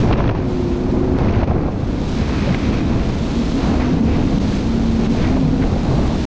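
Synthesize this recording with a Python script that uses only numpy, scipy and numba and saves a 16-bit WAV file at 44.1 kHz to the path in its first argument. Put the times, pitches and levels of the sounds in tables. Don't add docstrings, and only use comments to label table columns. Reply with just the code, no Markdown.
import sys
import numpy as np
from scipy import signal
from scipy.fft import rfft, irfft
from scipy.io import wavfile
from scipy.ndimage import uniform_filter1d, minimum_filter1d
from numba import njit

SR = 44100
rng = np.random.default_rng(int(sys.argv[2]) if len(sys.argv) > 2 else 0)


def generate_wav(sig):
    pcm = np.round(np.clip(np.atleast_2d(sig).T, -1, 1) * 32767).astype(np.int16)
    wavfile.write(sys.argv[1], SR, pcm)


N = 281358
T = np.arange(N) / SR
CUT_S = 6.254

# f/Hz, relative level/dB
WIND_SPECTRUM = [(10, -7.5), (22, -4.5), (42, -2), (70, -0.5), (110, -4), (160, -5.5), (230, -9.5),
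                 (400, -15.5), (1000, -36), (3000, -99.5)]
WASH_SPECTRUM = [(100, -20.5), (190, -24.5), (280, 7.5), (370, 5.5), (460, 0.5), (680, -1), (1000, -5.5),
                 (1500, -14), (3000, -33.5), (7000, -79.5)]
SHEET_SPECTRUM = [(150, -45.5), (400, -12.5), (900, 3.5), (1400, 2.5), (1950, 1), (2350, 0), (2700, -2),
                  (2950, -5), (4200, -7.5), (6500, -16), (9000, -68)]
MIST_SPECTRUM = [(200, -40), (800, -2.5), (2000, -5.5), (3000, 1), (4000, 2), (5000, -2.5), (6200, -4.5),
                 (7000, -8), (8000, -17.5), (9500, -30), (11000, -49)]
SLAP_SPECTRUM = [(60, -7.5), (200, 4), (600, 23), (1200, 11), (2400, 2.5), (4000, -2), (6000, -13),
                 (9000, -49)]
# f/Hz, width/Hz, relative level/dB
HULL_MODES = [(192, 66, -1), (278, 89.5, 0), (319.6, 57, -2.5), (491, 27, -14), (678, 50, -18)]
# t/s, level/dB
DRONE_LEVEL = [(0, -26), (.45, -32), (.85, -24), (1.25, -25.5), (1.74, -28.5), (2.0, -27), (2.45, -23),
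               (2.8, -19), (3.12, -25.5), (3.7, -23.5), (4.0, -21), (4.3, -19.5), (4.6, -20.5),
               (4.72, -29.5), (5.0, -26.5), (5.1, -20.5), (5.45, -21.5), (6.24, -24.5)]
# t/s, firing rate/Hz, level before trim/dB
ENGINE_RUN = [(0, 380, -36), (.35, 376.6, -37), (.5, 361.5, -23.5), (.7, 350.2, -27), (.92, 365.6, -27),
              (1.13, 369.6, -25), (1.2, 352.5, -33.5), (1.8, 280, -39.5), (2.3, 249, -41.5),
              (3.33, 235, -37), (3.4, 232, -21.5), (3.49, 232, -27), (3.55, 233, -21.5), (3.63, 238, -35),
              (3.74, 242.5, -23), (3.99, 256.7, -20.5), (4.13, 253.5, -31), (4.58, 233.8, -44),
              (4.67, 228.5, -18.5), (4.88, 227, -18.5), (5.09, 223.6, -18.5), (5.24, 241, -36),
              (5.38, 262.8, -22.5), (5.55, 261, -23), (5.8, 244.8, -31.5), (6.24, 223, -40.5)]
# multiple of the crank rate, relative level/dB
ENGINE_ORDERS = [(1, -12), (3, -16), (4.29, -11.5), (5, -18), (5.14, -18), (6, 0), (7, -27), (8, -21),
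                 (8.57, -21), (10.29, -21), (12, -25)]
# gust/dB, wash/dB, sheets/dB
BOW_WAVES = [(0, 0.17, -12.5, -24.5, -36), (0.088, 0.27, -22.5, -28, -37.5),
             (0.857, 0.37, -22.5, -29.5, -53.5), (1.171, 0.28, -17, -26, -36), (1.453, 0.2, -19, -29, -56),
             (1.824, 0.12, -24, -40, -54), (2.165, 0.23, -27, -35.5, -34),
             (2.41, 0.16, -28.5, -34.5, -32.5), (2.615, 0.17, -22, -44, -33.5),
             (2.86, 0.23, -22, -34.5, -37), (3.584, 0.17, -23, -24.5, -38.5), (3.8, 0.063, -33, -26.5, -31),
             (4.06, 0.16, -17.5, -36.5, -36.5), (4.305, 0.14, -20, -40, -42.5),
             (4.99, 0.088, -28, -29.5, -37), (5.177, 0.12, -17, -32.5, -35), (5.6, 0.12, -19, -30, -52),
             (5.849, 0.25, -18, -27.5, -60)]
# t/s, depth/dB, length/s
RUSH_DIPS = [(0.147, 4, 0.032), (0.315, 5, 0.033), (1.446, 7.5, 0.028), (1.682, 1, 0.13), (2.231, 2, 0.052),
             (2.55, 1.5, 0.035), (4.385, 7, 0.016), (4.652, 0, 0.36), (5.07, 5, 0.032)]
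# t/s, level before trim/dB
MIST_LEVEL = [(0, -39), (.32, -65), (.5, -45.5), (1.1, -49.5), (1.35, -54), (1.5, -58.5), (1.85, -48.5),
              (2.15, -40), (2.7, -43), (2.92, -45), (3.3, -39.5), (3.65, -39), (3.98, -46.5), (4.55, -38.5),
              (4.66, -41.5), (4.97, -42), (5.17, -40), (5.47, -45), (5.85, -41.5), (6.24, -39.5)]
# t/s, level before filtering/dB
DROPLET_HITS = [(1.187, -16), (4.384, -13)]
# t/s, length/s, centre f/Hz, width/Hz, level/dB
SLAB_LANDINGS = [(1.276, 0.022, 2270, 450, -32.5), (1.318, 0.043, 2000, 1200, -35),
                 (2.2, 0.38, 2380, 520, -41), (2.25, 0.22, 1140, 800, -36.5),
                 (2.543, 0.01, 1900, 1200, -23.5), (2.58, 0.3, 2400, 520, -41),
                 (3.776, 0.071, 2120, 1100, -34.5), (4.06, .11, 2410, 600, -38.5),
                 (5.211, 0.066, 1750, 1097, -31.5), (5.26, 0.095, 746, 200, -30),
                 (5.613, 0.032, 1700, 1100, -32)]
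# t/s, f/Hz, level before the envelope/dB, decay/s
AIR_POCKETS = [(0.099, 110, -14, 0.036), (.265, 108.4, -5, 0.036), (1.229, 201, -5.5, 0.038),
               (1.35, 99, -11.5, 0.042), (2.09, 252, -14, .035), (2.16, 224.6, -9.5, 0.031),
               (2.21, 91, -5.5, 0.021), (2.461, 132.5, -4, 0.032), (2.47, 187, -6.5, 0.029),
               (2.625, 246, -12, 0.03), (2.715, 55, -14, .035), (2.72, 210, -14, 0.032),
               (2.79, 160, -9.5, 0.029), (2.921, 115, -11.5, 0.039), (3.366, 235, -16, 0.057),
               (3.53, 272.7, -10.5, 0.047), (3.66, 204, -11, 0.048), (3.664, 160, -6, 0.022),
               (3.73, 70.5, -7.5, 0.029), (3.92, 165, -6.5, 0.039), (3.986, 224.7, -7, 0.069),
               (4.1, 287, -13, .05), (5.409, 152.3, -9, 0.083), (5.879, 127, -10.5, 0.051)]
# t/s, length/s, first f/Hz, last f/Hz, level/dB
CAVITIES = [(1.426, .0105, 418, 1146, -15), (1.512, .016, 895, 576, -20)]
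# t/s, level/dB, decay/s, upper band edge f/Hz
HULL_STRIKES = [(0.103, -21.5, .005, 1700), (0.111, -13, .002, 3840), (0.1267, -16, .0022, 4400),
                (0.1294, -18.5, .002, 5400), (0.1367, -16, .002, 4000), (.157, -22, .003, 2400),
                (.185, -22.5, .002, 3800), (.193, -22, .002, 2800), (.199, -27, 0.0017, 3000),
                (0.204, -13.5, .003, 2700), (0.2063, -22, 0.0016, 4180), (.2195, -25, .002, 1900),
                (.241, -22, .002, 4200), (.259, -23, .002, 1800), (.278, -20.5, .0018, 3800),
                (0.2911, -19, .0025, 3200), (.2955, -21, .002, 4150), (.3155, -19.5, .002, 3000),
                (.348, -24, .005, 2000), (1.207, -26, .015, 1300), (1.398, -24, .003, 1200),
                (1.415, -24, .003, 3200), (1.4323, -18, .0014, 4200), (1.437, -17, .0014, 2300),
                (1.475, -17, .0016, 2600), (1.493, -27, .002, 2320), (1.508, -21, .006, 2200),
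                (1.562, -26, .004, 1300), (1.659, -19, .002, 1500), (1.682, -21, .0055, 1400),
                (2.215, -24.5, .013, 497), (2.472, -21.5, .016, 600), (2.544, -25, .005, 1500),
                (4.185, -28.5, .012, 890), (5.148, -21, .005, 900), (5.36, -22.5, .017, 1190),
                (5.423, -23, .003, 900), (5.76, -21, .005, 889), (5.909, -24, .014, 1400),
                (5.988, -23, .005, 1700)]


def undb(db):
    return 10 ** (np.asarray(db) / 20)


def unit(x):
    return x / np.sqrt(np.mean(x ** 2))


def controls(table):
    times, *columns = np.transpose(table)
    return [np.interp(T, times, column) for column in columns]


def butter(order, hz, kind="low"):
    return signal.butter(order, hz, kind, fs=SR, output="sos")


def walk(rate):
    f = np.arange(N // 2 + 1) * SR / N
    return unit(irfft(rfft(rng.standard_normal(N)) / (1 + (f / rate) ** 4), N))


def colour(x, points):
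    hz, db = np.transpose(points)
    f = np.maximum(np.arange(N // 2 + 1) * SR / N, 1)
    return unit(irfft(rfft(x) * undb(np.interp(np.log(f), np.log(hz), db)), N))


def even(x, steady):
    return unit(x / uniform_filter1d(x ** 2, size=4000) ** (steady / 2))


def drops(rate, spread_db):
    sizes = undb(spread_db * np.minimum(rng.exponential(size=N), 5))
    return unit(rng.standard_normal(N) * sizes * (rng.random(N) < rate / SR))


def place(x, right_db):
    return x * undb(np.array([[-right_db], [right_db]]) / 2)


def widen(side, db):
    return undb(db) * side * np.array([[1], [-1]])


def wind(wind_db, side_top_hz=90):
    mid, side = (even(colour(rng.standard_normal(N), WIND_SPECTRUM), steady=0.74) for _ in range(2))
    side = signal.sosfilt(butter(2, side_top_hz), side)
    return (mid + widen(side, db=-44)) * undb(wind_db)


def hull_drone(drone_db, band_hz=(140, 900)):
    pounding = signal.sosfilt(butter(2, band_hz, "band"), rng.standard_normal(N))
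    ringing = sum((-1) ** k * undb(db) * signal.lfilter(*signal.iirpeak(hz, hz / width, fs=SR), pounding)
                  for k, (hz, width, db) in enumerate(HULL_MODES))
    return even(ringing, steady=0.29) * undb(drone_db)


def outboard(firing_hz, engine_db, trim_db=3, rough_db=1, flutter_db=2, blades_per_turn=1.714,
             deck_db=14, deck_hz=264, deck_width_hz=26, thrum_db=-30, thrum_rough_db=3):
    crank_hz = firing_hz / 6
    crank_phase = 2 * np.pi * np.cumsum(crank_hz) / SR
    unrest = (firing_hz / firing_hz.max()) ** 3
    tones = 0
    for order, db in ENGINE_ORDERS:
        ring_db = (db < 0) * deck_db / (1 + ((order * crank_hz - deck_hz) / deck_width_hz) ** 2)
        waver = .45 * unrest * walk(22)
        tones += undb(db + ring_db + rough_db * walk(2.2)) * np.sin(order * crank_phase + waver)
    thrum_gain = undb(thrum_db + thrum_rough_db * walk(18))
    thrum = thrum_gain * np.sin(blades_per_turn * crank_phase + .5 * walk(15))
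    return tones * undb(engine_db + trim_db + flutter_db * unrest * walk(56)) + thrum


def surges(wind_db=-21, wash_db=-31, sheet_db=-43, rise_s=0.04, fall_s=0.093):
    power = np.outer(undb([wind_db, wash_db, sheet_db]) ** 2, np.ones(N))
    for s, length, *levels_db in BOW_WAVES:
        rise = np.clip((T - s) / rise_s + .5, 0, 1)
        fall = np.exp(-np.maximum(T - s - length, 0) / fall_s)
        power += np.outer(undb(levels_db), rise * fall) ** 2
    return 10 * np.log10(power)


def lulls():
    return undb(-sum(depth * np.exp(-((T - s) / length * 2 - 1) ** 4) for s, depth, length in RUSH_DIPS))


def wash(wash_db, churn, trim_db=0.5, churn_db=0.03, side_low_hz=600):
    mid, side = (colour(drops(9000, 1.7) * undb(churn_db * churn), WASH_SPECTRUM) for _ in range(2))
    side = signal.sosfiltfilt(butter(2, side_low_hz, "high"), side / 2 - mid)
    return (mid + widen(side, db=-24)) * undb(wash_db + trim_db)


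def sizzle(centre_hz=2380, width_hz=750, drift=.035, rasp_db=2):
    phase = 2 * np.pi * np.cumsum(centre_hz * (1 + drift * walk(6))) / SR
    band = walk(width_hz / 2) * np.cos(phase) + walk(width_hz / 2) * np.sin(phase)
    return unit(band * undb(rasp_db * walk(70)))


def spray(sheet_db, mist_db, churn, sheet_trim_db=-1.58, mist_trim_db=1.5, churn_db=0.73, sizzle_db=-11):
    scattered_db = mist_db + 1
    sheet_gain = np.hypot(undb(sheet_db), undb(scattered_db)) * undb(sheet_trim_db + churn_db * churn)
    mist_gain = undb(mist_db + mist_trim_db)
    mid, side = (sheet_gain * colour(drops(7000, 0.89), SHEET_SPECTRUM)
                 + mist_gain * colour(drops(16000, 2.2), MIST_SPECTRUM) for _ in range(2))
    mid += undb(sizzle_db) * sheet_gain * sizzle()
    return place(mid, right_db=1) + widen(side, db=-21)


def ticks(decay_s=0.00022, band_hz=(2500, 6000)):
    bursts = sum(undb(db) * np.exp(-np.abs(T - s) / decay_s) * (T >= s) for s, db in DROPLET_HITS)
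    return signal.sosfilt(butter(3, band_hz, "band"), bursts * rng.standard_normal(N))


def splashes(swell_share=0.46, skirt_gain=0.15, top_hz=5000):
    out = np.zeros(N)
    patter = signal.sosfilt(butter(6, top_hz), drops(6700, 1.5))
    for s, length, hz, width, db in SLAB_LANDINGS:
        t = T[:int(2 * length * SR)]
        span = slice(int(s * SR), int(s * SR) + len(t))
        core = signal.sosfilt(butter(2, [hz - width / 2, hz + width / 2], "band"), patter[span])
        skirt = signal.sosfilt(butter(2, [hz / 2, hz * 2], "band"), patter[span])
        shape = np.minimum(t / (swell_share * length), 1) * np.exp(-(t / length) ** 6)
        out[span] += undb(db) * shape * unit(core + skirt_gain * skirt)
    return out


def thumps(rise_s=0.017, rough_db=1.5):
    out = 0
    for s, hz, db, decay in AIR_POCKETS:
        t = np.maximum(T - s, 0)
        shape = (1 - np.exp(-t / rise_s)) * np.exp(-t / decay)
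        out += undb(db) * shape * np.sin(2 * np.pi * hz * t)
    return out * undb(rough_db * walk(40))


def gulps():
    out = 0
    for s, length, first_hz, last_hz, db in CAVITIES:
        age = np.clip((T - s) / length, 0, 1)
        phase = 2 * np.pi * np.cumsum(first_hz + (last_hz - first_hz) * age) / SR
        out += undb(db) * np.sqrt(4 * age * (1 - age)) * np.sin(phase)
    return out


def slaps(rise_share=0.19, low_edge_share=0.17, crack_gain=0.063):
    out = np.zeros(N)
    water = colour(rng.standard_normal(N), SLAP_SPECTRUM)
    t = T[:SR // 6]
    for s, db, decay, bright_hz in HULL_STRIKES:
        span = slice(int(s * SR), int(s * SR) + len(t))
        band = butter(2, [low_edge_share * bright_hz, bright_hz], "band")
        body = unit(signal.sosfiltfilt(band, water[span]))
        shape = (1 - np.exp(-t / (rise_share * decay))) * np.exp(-t / decay)
        burst = unit((body + crack_gain * water[span]) * shape)
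        out[span] += undb(db) * burst / unit(shape).max()
    return out


def scene():
    wind_db, wash_db, sheet_db = surges()
    (mist_db,), (drone_db,) = controls(MIST_LEVEL), controls(DRONE_LEVEL)
    churn = walk(90)
    rush = wind(wind_db) + hull_drone(drone_db) + wash(wash_db, churn) + spray(sheet_db, mist_db, churn)
    engine = outboard(*controls(ENGINE_RUN))
    impacts = place(slaps() + splashes(), right_db=0.87) + gulps() + thumps() + ticks()
    gate = np.clip(np.minimum(T, CUT_S - T) / .002, 0, 1)
    return (rush * lulls() + engine + impacts) * gate


def record(dry, ceiling_db=-6.0, release_s=0.068, top_hz=11800):
    peak = follow(np.abs(dry).max(axis=0), 1 / (release_s * SR))
    gain = np.minimum(1, undb(ceiling_db) / np.maximum(peak, 1e-9))
    gain = uniform_filter1d(minimum_filter1d(gain, size=65), size=65)
    return signal.sosfilt(signal.ellip(8, .2, 70, top_hz, fs=SR, output="sos"), dry * gain)


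@njit
def follow(x, release):
    out, held = np.empty(len(x)), 0.
    for i in range(len(x)):
        held = max(x[i], held * (1 - release))
        out[i] = held
    return out


dry = scene()
out = record(dry)
generate_wav(out)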